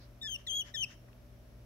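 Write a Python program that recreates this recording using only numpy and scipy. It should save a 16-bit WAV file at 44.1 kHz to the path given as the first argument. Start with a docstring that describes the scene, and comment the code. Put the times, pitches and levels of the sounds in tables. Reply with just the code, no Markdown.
"""A quiet room, a stereo microphone close to a baby hedgehog on a blanket.
It gives three thin, falling squeaks: a whistle-like voice that breaks an octave down near the start
of each, as every other cycle weakens, and turns rough as it sinks. It sniffs in between.
Spines brush the cloth faintly, with two soft thuds; behind it all are a low appliance hum and hiss."""
import sys
import numpy as np
from scipy import signal
from scipy.fft import rfft, irfft, next_fast_len
from scipy.io import wavfile
from scipy.ndimage import uniform_filter1d

SR = 44100
rng = np.random.default_rng(int(sys.argv[2]) if len(sys.argv) > 2 else 0)


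def unload_audio(sound):
    """Save the sound as a 16-bit wav file, at the path given as the first command line argument."""
    columns = np.transpose(np.atleast_2d(sound))
    # keep every value between -1 and 1, then stretch to whole-number steps
    steps = np.round(np.clip(columns, -1, 1) * 32767)
    wavfile.write(sys.argv[1], SR, steps.astype(np.int16))


N = 72765
T = np.arange(N) / SR
BAND_LIMIT_HZ = 15780


def amp(db):
    """Decibels to gain."""
    return 10 ** (np.asarray(db) / 20)


def unit_rms(x):
    """Scales to rms 1."""
    return x / np.sqrt(np.mean(x ** 2) + 1e-20)


def curve(points, hz, column=1):
    """Reads one column of a table along log frequency."""
    table = np.array(points, float)
    return np.interp(np.log(hz + 1), np.log(table[:, 0] + 1), table[:, column])


def noise(gain):
    """Noise of rms 1 whose spectrum is gain(hz)."""
    size = next_fast_len(N, True)
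    spectrum = rfft(rng.standard_normal(size)) * gain(np.fft.rfftfreq(size, 1 / SR))
    return unit_rms(irfft(spectrum, size)[:N])


def band(hz, octaves):
    """Noise in one bell-shaped band."""
    return noise(lambda f: np.exp(-.5 * (np.log2((f + 1) / hz) / octaves) ** 2))


def breath(colour):
    """Coloured air noise, independent at each microphone."""
    return np.array([noise(lambda f: amp(curve(colour, f))) for _ in range(2)])


def wander(hz):
    """Random motion up to about the given rate."""
    return noise(lambda f: np.exp(-np.minimum(f / hz, 10) ** 2))


def gate(start, end, rise, fall):
    """Smooth attack, hold and release."""
    ramp = np.minimum((T - start) / rise, (end - T) / fall)
    return np.sin(np.pi / 2 * np.clip(ramp, 0, 1)) ** 2


def swell(centre, half_width):
    """A bell-shaped rise and fall."""
    return np.exp(-.5 * np.minimum(abs(T - centre) / half_width, 20) ** 2)


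# Spectrum of the quiet room: freq_hz, relative_db
ROOM_TONE_COLOUR = [(20, -35), (33, -22), (45, -3), (58, 0), (72, -21.5), (95, -4.5), (150, -13.5),
                    (300, -16), (480, -19), (620, -14), (800, -24.5), (1300, -26.5), (2500, -31),
                    (4700, -36.5), (5750, -32.5), (6600, -40.5), (9000, -43.5), (11700, -35.5),
                    (13500, -42), (15700, -39.5)]
# How alike the two microphones hear it: freq_hz, correlation
ROOM_TONE_LIKENESS = [(50, 0.79), (150, 0.79), (300, 0.48), (700, 0.47), (2000, 0.067), (12000, 0.28)]

def room_tone(level_db=-60):
    """Rumble and hiss all around, nearly mono in the bass."""
    hz = np.fft.rfftfreq(N, 1 / SR)
    left, independent = rfft(rng.standard_normal((2, N)))
    likeness = curve(ROOM_TONE_LIKENESS, hz)
    right = likeness * left + np.sqrt(1 - likeness ** 2) * independent
    spectra = np.array([left, right]) * amp(curve(ROOM_TONE_COLOUR, hz))
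    return amp(level_db) * unit_rms(irfft(spectra, N))


# Tones of an appliance in the background: pitch_hz
HUM_PITCHES = [46, 59.7, 86, 119.9, 190, 239.8, 310, 390, 584]
# Their strengths, in the same order: level_db
HUM_LEVELS = [-64.5, -61.5, -71.5, -60, -74.5, -69.5, -77.5, -78.5, -74]

def appliance_hum(waver_db=1.47, drift_hz=0.42, rate_hz=4.6):
    """Low tones, each wavering a little in level and pitch."""
    hum = np.zeros(N)
    for hz, db in zip(HUM_PITCHES, HUM_LEVELS):
        peak = np.sqrt(2) * amp(db + waver_db * wander(rate_hz))
        cycles = np.cumsum(hz + drift_hz * wander(rate_hz)) / SR + rng.random()
        hum += peak * np.sin(2 * np.pi * cycles)
    return hum


# Reverberation time of the room: freq_hz, t60_s
ROOM_DECAY = [(500, 0.17), (3000, 0.35), (6000, 0.43), (14000, 0.26)]

def room_reverb(source, level_db=-20.5, delay_s=0.0025):
    """A short diffuse tail at each microphone, lingering longest near 6 kHz."""
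    hz, t, spectra = signal.stft(rng.standard_normal((2, SR // 2)), SR, nperseg=256)
    decay = np.exp(-np.log(1000) * t / curve(ROOM_DECAY, hz)[:, None])
    tail = signal.istft(spectra * decay, SR, nperseg=256)[1]
    tail *= np.clip(np.arange(tail.shape[1]) / SR / delay_s - 1, 0, 1)
    tail /= np.linalg.norm(tail[0])
    return amp(level_db) * signal.fftconvolve(source[None], tail, axes=1)[:, :N]


# Soft bumps, likely feet on the blanket: centre_s, half_width_s, level_db
BLANKET_THUDS = [(.77, 0.037, -60), (.85, 0.012, -52)]

def thuds():
    """Dull pulses of low noise that reach both microphones alike."""
    return band(hz=126, octaves=0.19) * sum(amp(db) * swell(s, half) for s, half, db in BLANKET_THUDS)


# Spines on the cloth: centre_s, half_width_s, centre_hz, width_octaves, level_db
SPINE_STROKES = [(.025, 0.029, 4480, 0.28, -65.5), (.03, .035, 1460, 0.62, -69.5),
                 (1.085, 0.0037, 1440, 0.45, -61.5), (1.098, 0.005, 1080, 0.28, -68),
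                 (1.131, .0015, 2510, .55, -61)]

def spine_brushes():
    """Spines rub the blanket in faint swishes and ticks."""
    return sum(amp(db) * swell(s, half) * np.array([band(hz, octaves), band(hz, octaves)])
               for s, half, hz, octaves, db in SPINE_STROKES)


# Sniffs close by, left of centre: centre_s, half_width_s, level_db
SNIFF_PUFFS = [(.405, 0.016, -66), (0.68, .021, -56.5), (0.916, 0.02, -58)]
# Resonances of the snout: freq_hz, relative_db
SNOUT_COLOUR = [(400, -37), (900, -10), (1350, -8.5), (1850, 1.5), (2350, -8.5), (3150, -6), (4100, -16),
                (5700, -6), (6800, -11), (8000, -27), (12000, -28), (15600, -35)]

def sniffs(pan_db=3.5):
    """Short puffs of air through the resonances of the small snout."""
    level = sum(amp(db) * swell(s, half) for s, half, db in SNIFF_PUFFS)
    return level * breath(SNOUT_COLOUR) * amp([[pan_db], [-pan_db]])


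# The right microphone relative to the left: freq_hz, gain_db, lag_rad
RIGHT_MIC_RESPONSE = [(1800, -9, 1.1), (2692, -7, 1), (2900, -4.5, 4), (3093, -7, 2.5), (3190, -35, 4.5),
                      (3230, -11, 0.6), (3230, -6.5, 0.4), (3400, -4, 2), (5000, -6.5, 2.33),
                      (5920, -4.5, 0.91), (6360, 4, 2), (6450, -23, 0.7), (6644, 11, 0.5), (7280, 6, 4),
                      (9180, -2.5, 4), (9600, 7, 3.5), (11800, -9.5, 5)]

def near_reflections(hz, settle_s=0.004):
    """Complex gain from surfaces near the right microphone, eased over a few milliseconds as the pitch moves."""
    gain = amp(curve(RIGHT_MIC_RESPONSE, hz))
    lag = curve(RIGHT_MIC_RESPONSE, hz, column=2)
    return uniform_filter1d(gain * np.exp(-1j * lag), round(settle_s * SR))


# The hedgehog close up, one contour per squeak: time_s, pitch_hz, effort_db
SQUEAK_CONTOURS = [
    [(.213, 3535, -41.5), (.223, 3752, -35), (.241, 3515, -37), (.271, 3500, -37), (.276, 3320, -36),
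     (.301, 3182, -33), (.341, 3056, -30.5), (.353, 2846, -35.5), (.362, 2746, -34.5), (.369, 2935, -40)],
    [(.465, 4356, -37), (.474, 3653, -32.5), (.483, 3380, -33), (.5, 3145, -28.5), (.524, 3187, -27.5),
     (.56, 3334, -26.5), (.585, 3310, -28), (.604, 3312, -26.5), (.612, 3070, -27), (.622, 2877, -35.5),
     (.633, 3066, -41.5)],
    [(.739, 3918, -40.5), (.748, 3637, -35), (.761, 3542, -35), (.765, 3278, -31), (.78, 3151, -29),
     (.803, 3149, -29), (.824, 3069, -28), (.836, 2790, -26.5), (.846, 2583, -31.5), (.853, 2600, -40)],
]
# Character of each squeak: full_strain_rasp_db, overtone_tilt_db_per_multiple
SQUEAK_TIMBRES = [(-32.5, 2), (-38, 1), (-33, -2)]
# Voice breaks, where every other cycle weakens: start_s, end_s, half_pitch_db
VOICE_BREAKS = [(0.22, 0.277, 0.5), (0.289, 0.301, -9.5), (0.465, 0.478, -5.5), (0.732, 0.765, 2.5)]
# How the throat weights each partial: freq_hz, gain_db
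THROAT_COLOUR = [(1500, -10), (1850, -9.5), (2700, -1.5), (3250, -5.5), (3650, -3.5), (4400, -15.5),
                 (5350, -9), (6100, -16), (6600, -22.5), (7500, -27), (8300, -24), (9400, -31.5),
                 (10600, -32), (12500, -32.5), (13300, -34), (14500, -34), (15500, -32), (15900, -47)]
# Air and rasp in the voice: freq_hz, relative_db
RASP_COLOUR = [(800, -1.5), (1800, -7), (3000, -3), (4100, -6.5), (5500, -1), (7500, -6), (9000, -17),
               (15000, -14)]
STRAIN_BELOW_HZ, STRAIN_SPAN_HZ = 3136, 250
JITTER, STRAIN_JITTER = 0.0026, 0.0079  # fractions of the pitch
SHIMMER_DB, AIR_DB, FULL_EFFORT_DB = 0.37, -39, -35
FLUTTER_DB, BREAK_TILT_DB, FADE_DB_PER_DB = 1.05, -1, 1.82  # each per multiple of the pitch

def squeaks():
    """A whistle-like voice that breaks and rasps; returns the microphone pair and the bare voice."""
    times, hz, db = np.concatenate(SQUEAK_CONTOURS).T
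    pitch = np.interp(T, times, hz)
    strain = np.clip((STRAIN_BELOW_HZ - pitch) / STRAIN_SPAN_HZ, 0, 1)  # rougher as it sinks
    jitter = (JITTER + STRAIN_JITTER * strain) * wander(hz=700)
    phase = 2 * np.pi * np.cumsum(pitch * (1 + jitter)) / SR
    sounding = np.array([gate(c[0][0], c[-1][0], rise=0.0019, fall=0.0058) for c in SQUEAK_CONTOURS])
    effort_db = np.interp(T, times, db)
    level = amp(effort_db + SHIMMER_DB * wander(hz=160)) * sounding.sum(0)
    fade_db = FADE_DB_PER_DB * np.minimum(effort_db - FULL_EFFORT_DB, 0)  # less effort, duller voice
    breaking, half_pitch_gain = np.zeros((2, N))
    for start, end, half_pitch_db in VOICE_BREAKS:
        envelope = gate(start, end, rise=min(0.03, (end - start) / 2), fall=0.0069)
        breaking += envelope
        half_pitch_gain += amp(half_pitch_db) * envelope
    rasp_db, squeak_tilt_db = np.transpose(SQUEAK_TIMBRES)
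    tilt_db = squeak_tilt_db @ sounding + BREAK_TILT_DB * breaking
    left, right = np.zeros((2, N))
    for multiple in np.arange(1, 13) / 2:
        partial_hz = multiple * pitch
        colour_db = curve(THROAT_COLOUR, partial_hz) + FLUTTER_DB * multiple * wander(hz=60)
        colour_db += tilt_db * max(multiple - 2, 0) + fade_db * max(multiple - 1, 0)
        peak = np.sqrt(2) * level * amp(colour_db) * (partial_hz < BAND_LIMIT_HZ)
        if multiple % 1:  # half multiples sound only in a break
            peak *= half_pitch_gain
        partial = peak * np.exp(1j * multiple * phase)
        left += partial.real
        right += (near_reflections(partial_hz) * partial).real
    hoarseness = amp(AIR_DB) + strain * (amp(rasp_db) @ sounding)
    return np.array([left, right]) + hoarseness * level * breath(RASP_COLOUR), left


def scene():
    """The hedgehog close up, its voice ringing briefly in the room, over hum and hiss."""
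    direct, voice = squeaks()
    hedgehog = direct + room_reverb(voice) + sniffs() + spine_brushes() + thuds()
    background = (appliance_hum() + room_tone()) * amp([[0.5], [-0.5]])  # a touch to the left
    return hedgehog + background


def record(dry):
    """The recorder's band limit: a steep low-pass."""
    lowpass = signal.firwin(511, BAND_LIMIT_HZ, window=("kaiser", 9), fs=SR)
    return signal.oaconvolve(dry, lowpass[None], "same")


dry = scene()
out = record(dry)
unload_audio(out)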